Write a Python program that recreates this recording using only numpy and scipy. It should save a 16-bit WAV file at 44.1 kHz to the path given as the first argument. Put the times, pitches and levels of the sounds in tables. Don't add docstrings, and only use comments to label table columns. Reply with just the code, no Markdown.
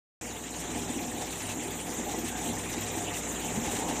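import sys
import numpy as np
from scipy import signal
from scipy.fft import rfft, irfft
from scipy.io import wavfile
from scipy.ndimage import uniform_filter1d

SR = 44100
rng = np.random.default_rng(int(sys.argv[2]) if len(sys.argv) > 2 else 0)


def master_out(mix):
    frames = np.transpose(np.atleast_2d(mix))
    ceiling = np.clip(frames, -1, 1)
    pcm = np.round(ceiling * 32767).astype(np.int16)
    wavfile.write(sys.argv[1], SR, pcm)


N = 176400
T = np.arange(N) / SR
F = np.maximum(np.arange(N // 2 + 1) * SR / N, 1)

# pitch_hz, width_hz, gain_db
BED_MODES = [(169.7, 32, -12.5), (243.7, 53.5, 0.5), (277.2, 52, -2), (326.8, 67, -3), (392, 55, -8.5),
             (456.3, 69, -7), (503, 56, -6.5), (615.4, 132, -11), (727.5, 45, -1), (802, 75, -8),
             (861, 95, -6.5), (1008, 335, -16), (1660, 240, -29.5)]
# frequency_hz, relative_db
RATTLE_EQ = [(600, -2), (1200, 1), (1430, -4.5), (1650, 2), (2800, 3), (3900, 0), (4600, -6.5), (6000, 0.5),
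             (9000, -30), (11000, -67)]
# frequency_hz, relative_db
SIZZLE_EQ = [(3000, -13), (4800, -54), (5800, -4.5), (6800, 1.5), (7550, 1.5), (7800, 1), (8700, -2.5),
             (9800, -3.5), (10600, -25.5), (11200, -14), (12800, -18.5), (13400, -5.5), (14000, -4.5)]
# time_s, gain_db
BELT_LOAD = [(.2, -2.5), (.65, -0.5), (1.3, 1), (2.2, 0), (2.6, 1.5), (2.8, 1.5), (3.5, 1), (4, 1)]


def berries(split_hz=380):
    # time_s, level_db
    drum_ride = [(.2, -48), (.55, -46), (.78, -41.5), (.85, -42), (.91, -40.5), (1.2, -44), (1.48, -44),
                 (1.6, -41.5), (2.02, -43), (2.23, -43), (2.31, -52), (2.49, -40.5), (2.66, -45),
                 (2.96, -43), (3.17, -45), (3.48, -44), (3.88, -38.5), (4, -45)]
    # time_s, level_db
    patter_ride = [(.2, -48.5), (.55, -49.5), (.77, -43.5), (.84, -46), (1.2, -42), (1.38, -46), (1.6, -45),
                   (1.8, -45), (2.18, -43.5), (2.29, -48), (2.49, -41.5), (2.68, -47), (3.04, -41),
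                   (3.34, -46), (3.7, -39.5), (3.9, -40), (4, -37.5)]
    hits = impacts(per_s=520, spread_db=1.5) * np.sign(rng.standard_normal(N))
    spectrum = rfft(room(bed(hits)))
    lowpass = 1 / (1 + (F / split_hz) ** 10)
    drum = unit(irfft(spectrum * lowpass, N))
    patter = unit(irfft(spectrum * (1 - lowpass), N))
    return drum * undb(curve(drum_ride)) + patter * undb(curve(patter_ride))


def bed(hits):
    response = sum((-1) ** k * undb(db) / (1 + 1j * (F / hz - hz / F) * hz / width) ** 2
                   for k, (hz, width, db) in enumerate(BED_MODES))
    return irfft(rfft(hits) * response, N)


def knocks(split_hz=380, rise_s=0.0062, detune=0.015, spread_db=2.5):
    # start_s, boom_db, ring_db
    landings = [(.68, -37, -53), (.755, -43, -40.5), (.888, -34, -40.5), (.955, -33, -52),
                (1.015, -37, -56), (1.07, -44, -45), (1.136, -35.5, -48), (1.184, -37, -45),
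                (1.645, -39, -45), (1.875, -50, -41), (1.989, -39, -53), (2.065, -40.5, -36.5),
                (2.136, -38, -35.5), (2.175, -35, -40), (2.233, -34.5, -57), (2.345, -41, -41.5),
                (2.42, -41, -38.5), (2.46, -38, -39.5), (2.495, -36.5, -43), (2.765, -34.5, -46),
                (2.964, -36.5, -44.5), (3.46, -46, -40), (3.859, -41.5, -44), (3.893, -35, -35.5)]
    hz, _, db = np.array(BED_MODES).T[:, :, None]
    is_low = hz[:, 0] < split_hz
    age, out = T[:SR // 3], np.zeros(N + SR)
    envelope = (1 - np.exp(-age / rise_s)) * decay(age, t60_s=0.12)
    for start_s, boom_db, ring_db in landings:
        tuning, strength, phase = rng.standard_normal((3, len(BED_MODES), 1))
        pitch_hz = hz * (1 + detune * tuning)
        modes = undb(db + spread_db * strength) * envelope * np.sin(2 * np.pi * (pitch_hz * age + phase))
        boom = undb(boom_db) * unit_peak(modes[is_low].sum(0), window=900)
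        ring = undb(ring_db) * unit_peak(modes[~is_low].sum(0), window=900)
        at = int(start_s * SR)
        out[at:at + len(age)] += boom + ring
    return room(out[:N])


def belt(rattle_db=-46, sizzle_db=-41.5):
    load_db = curve(BELT_LOAD)
    rattle = spatter(per_s=60, spread_db=4.5, t60_s=0.1, band_hz=595, broad_share=0.098, bands=9)
    sizzle = spatter(per_s=80, spread_db=5.5, t60_s=0.094, band_hz=913, broad_share=0.066, bands=15)
    return (colour(rattle * undb(rattle_db + load_db), RATTLE_EQ)
            + colour(sizzle * undb(sizzle_db + load_db), SIZZLE_EQ))


def spatter(per_s, spread_db, t60_s, band_hz, broad_share, bands):
    broadband, spectrum = bursts(per_s, spread_db, t60_s), 0
    position = np.minimum(F / band_hz, bands)
    for centre in range(1, bands + 1):
        power = broad_share * broadband + (1 - broad_share) * bursts(per_s, spread_db, t60_s)
        band = np.sqrt(np.maximum(1 - np.abs(position - centre), 0))
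        spectrum = spectrum + band * rfft(np.sqrt(power) * rng.standard_normal(N))
    return irfft(spectrum, N)


def bursts(per_s, spread_db, t60_s, rise_s=0.0055):
    power = signal.lfilter([1], [1, -np.exp(-1 / (rise_s * SR))], contact_power(per_s, spread_db, t60_s))
    return power / power.mean()


def contact_power(per_s, spread_db, t60_s):
    feedback = decay(1 / SR, t60_s) ** 2
    return signal.lfilter([1], [1, -feedback], impacts(per_s, spread_db) ** 2)


def clatters():
    # start_s, length_s, rattle_db, sizzle_db
    accents = [(0.532, 0.021, -42.5, -51), (0.593, 0.022, -52, -41), (0.752, 0.057, -47.5, -44),
               (1.202, .02, -42, -38.5), (1.317, 0.017, -43.5, -46), (1.393, 0.028, -42.5, -48),
               (1.48, 0.039, -44, -40.5), (1.862, 0.0099, -40.5, -51), (2.082, .045, -41.5, -41),
               (2.241, 0.045, -42, -43), (2.366, 0.016, -42, -46), (2.428, 0.064, -61, -39.5),
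               (2.584, 0.022, -45, -58), (2.63, 0.022, -46, -53), (2.712, 0.03, -42.5, -44),
               (2.806, 0.017, -40, -37), (2.856, .025, -44, -46), (2.967, 0.022, -43, -42),
               (3.131, 0.056, -45.5, -37.5), (3.418, 0.027, -53, -46), (3.489, .012, -44, -43),
               (3.632, 0.07, -45, -43), (3.705, 0.047, -44, -37), (3.751, 0.041, -40.5, -41.5),
               (3.874, .03, -39, -41), (3.947, 0.017, -40, -52)]
    rattle, sizzle = 0, 0
    for start_s, length_s, rattle_db, sizzle_db in accents:
        envelope = flurry(start_s, length_s, rise_s=0.013, t60_s=0.08)
        rattle = rattle + undb(rattle_db) * envelope
        sizzle = sizzle + undb(sizzle_db) * envelope
    grain = unit(np.sqrt(contact_power(per_s=700, spread_db=0.5, t60_s=0.037)))
    rattle_noise, sizzle_noise = grain * rng.standard_normal((2, N))
    return colour(rattle * rattle_noise, RATTLE_EQ) + colour(sizzle * sizzle_noise, SIZZLE_EQ)


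def ticks(per_s=48, spots=16, modes=5, range_hz=(1703, 3990), base_db=-52.5):
    age, out = T[:SR // 8], 0
    for _ in range(spots):
        hz = rng.uniform(*range_hz, (modes, 1))
        strength = rng.standard_normal((modes, 1))
        partials = strength * np.sin(2 * np.pi * hz * age)
        ring = unit(partials.sum(0) * decay(age, t60_s=0.057))
        out = out + signal.fftconvolve(impacts(per_s / spots, spread_db=1), ring)[:N]
    return unit(room(out)) * undb(base_db + curve(BELT_LOAD))


def loose_parts():
    # start_s, length_s, pitch_hz, width_hz, level_db
    shakes = [(2.288, 0.094, 1610, 110, -48), (2.725, 0.017, 3800, 400, -45),
              (3.06, 0.029, 2850, 350, -42.5), (3.098, 0.017, 1900, 450, -45), (3.129, .03, 2690, 300, -45),
              (3.408, 0.064, 3080, 600, -45), (3.634, .04, 2100, 400, -44.5), (3.8, 0.14, 857, 190, -40.5)]
    return sum(undb(db) * cluster(hz, width_hz) * flurry(start_s, length_s, rise_s=0.013, t60_s=0.12)
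               for start_s, length_s, hz, width_hz, db in shakes)


def thud(level_db=-30.5):
    bump = cluster(hz=227, width_hz=109) * flurry(start_s=3.565, length_s=0, rise_s=0.04, t60_s=0.13)
    return undb(level_db) * unit_peak(bump, window=1500)


def cluster(hz, width_hz):
    return unit(irfft(rfft(rng.standard_normal(N)) / (1 + ((F - hz) / width_hz) ** 2) ** 2, N))


def motors(surge_at_s=1.51, surge_half_s=0.1, surge_db=12):
    # pitch_hz, base_db, waver_hz, waver_db
    hum = [(60.1, -52, 0.29, 1), (100.7, -54, 1.68, 4.5), (168.17, -54.5, 1.75, 2.5), (395, -55, 0.78, 4.5),
           (702, -66.5, 2.3, 7)]
    tones = []
    for hz, base_db, waver_hz, waver_db in hum:
        gain = undb(base_db + waver_db * wander(per_s=9))
        pitch_hz = hz + waver_hz * wander(per_s=14)
        tones.append(gain * unit(np.sin(2 * np.pi * np.cumsum(pitch_hz) / SR)))
    tones[1] *= undb(surge_db * np.exp(-((T - surge_at_s) / surge_half_s) ** 2))
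    return sum(tones)


def blower(base_db=-41, flutter_db=1):
    # frequency_hz, relative_db
    air_eq = [(20, -16), (45, -3), (80, -2), (120, 2.5), (145, 0.5), (200, 4), (260, 2), (335, 1), (450, 1),
              (600, -5), (870, -6), (1150, -11), (1450, -11.5), (1700, -10.5), (3200, -16.5), (4700, -32),
              (7200, -2), (9500, -23), (11000, -53), (12800, -28), (13800, -20.5)]
    return colour(rng.standard_normal(N), air_eq) * undb(base_db + flutter_db * wander(per_s=18))


def room(x, predelay_s=0.0055, t60_s=0.26, wet_db=-8):
    tail = rng.standard_normal(N) * (T >= predelay_s) * decay(T - predelay_s, t60_s)
    return x + undb(wet_db) * signal.fftconvolve(x, tail / np.sqrt(np.sum(tail ** 2)))[:N]


def impacts(per_s, spread_db):
    chance, size = rng.random(N), rng.standard_normal(N)
    return (chance < per_s / SR) * undb(spread_db * np.clip(size, -2, 2))


def flurry(start_s, length_s, rise_s, t60_s):
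    return np.clip((T - start_s) / rise_s, 0, 1) * decay(T - start_s - length_s, t60_s)


def decay(age, t60_s):
    return np.exp(-np.log(1000) * np.maximum(age, 0) / t60_s)


def wander(per_s):
    hold = int(SR / per_s)
    steps = np.repeat(rng.standard_normal(N // hold + 1), hold)
    return unit(uniform_filter1d(uniform_filter1d(steps, hold), hold)[:N])


def colour(x, eq):
    hz, db = np.array(eq).T
    gain = undb(np.interp(np.log(F), np.log(hz), db))
    return irfft(rfft(x) * unit(gain), N)


def curve(rows):
    return np.interp(T, *np.array(rows).T)


def undb(db):
    return 10 ** (np.asarray(db) / 20)


def unit(x):
    return x / np.sqrt(np.mean(x ** 2))


def unit_peak(x, window):
    return x / np.sqrt(uniform_filter1d(x ** 2, size=window).max())


def scene():
    # time_s, gain_db
    machine_ride = [(.2, -2.5), (.7, 0), (1.5, -0.5), (4, 3.5)]
    machinery = (motors() + blower()) * undb(curve(machine_ride))
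    mix = machinery + berries() + knocks() + thud() + belt() + clatters() + ticks() + loose_parts()
    return mix[None]


def record(dry):
    start_s, top_hz = 0.2115, 14000
    lowpass = signal.ellip(10, .2, 80, top_hz, fs=SR, output="sos")
    return signal.sosfilt(lowpass, dry * (T >= start_s))


dry = scene()
out = record(dry)
master_out(out)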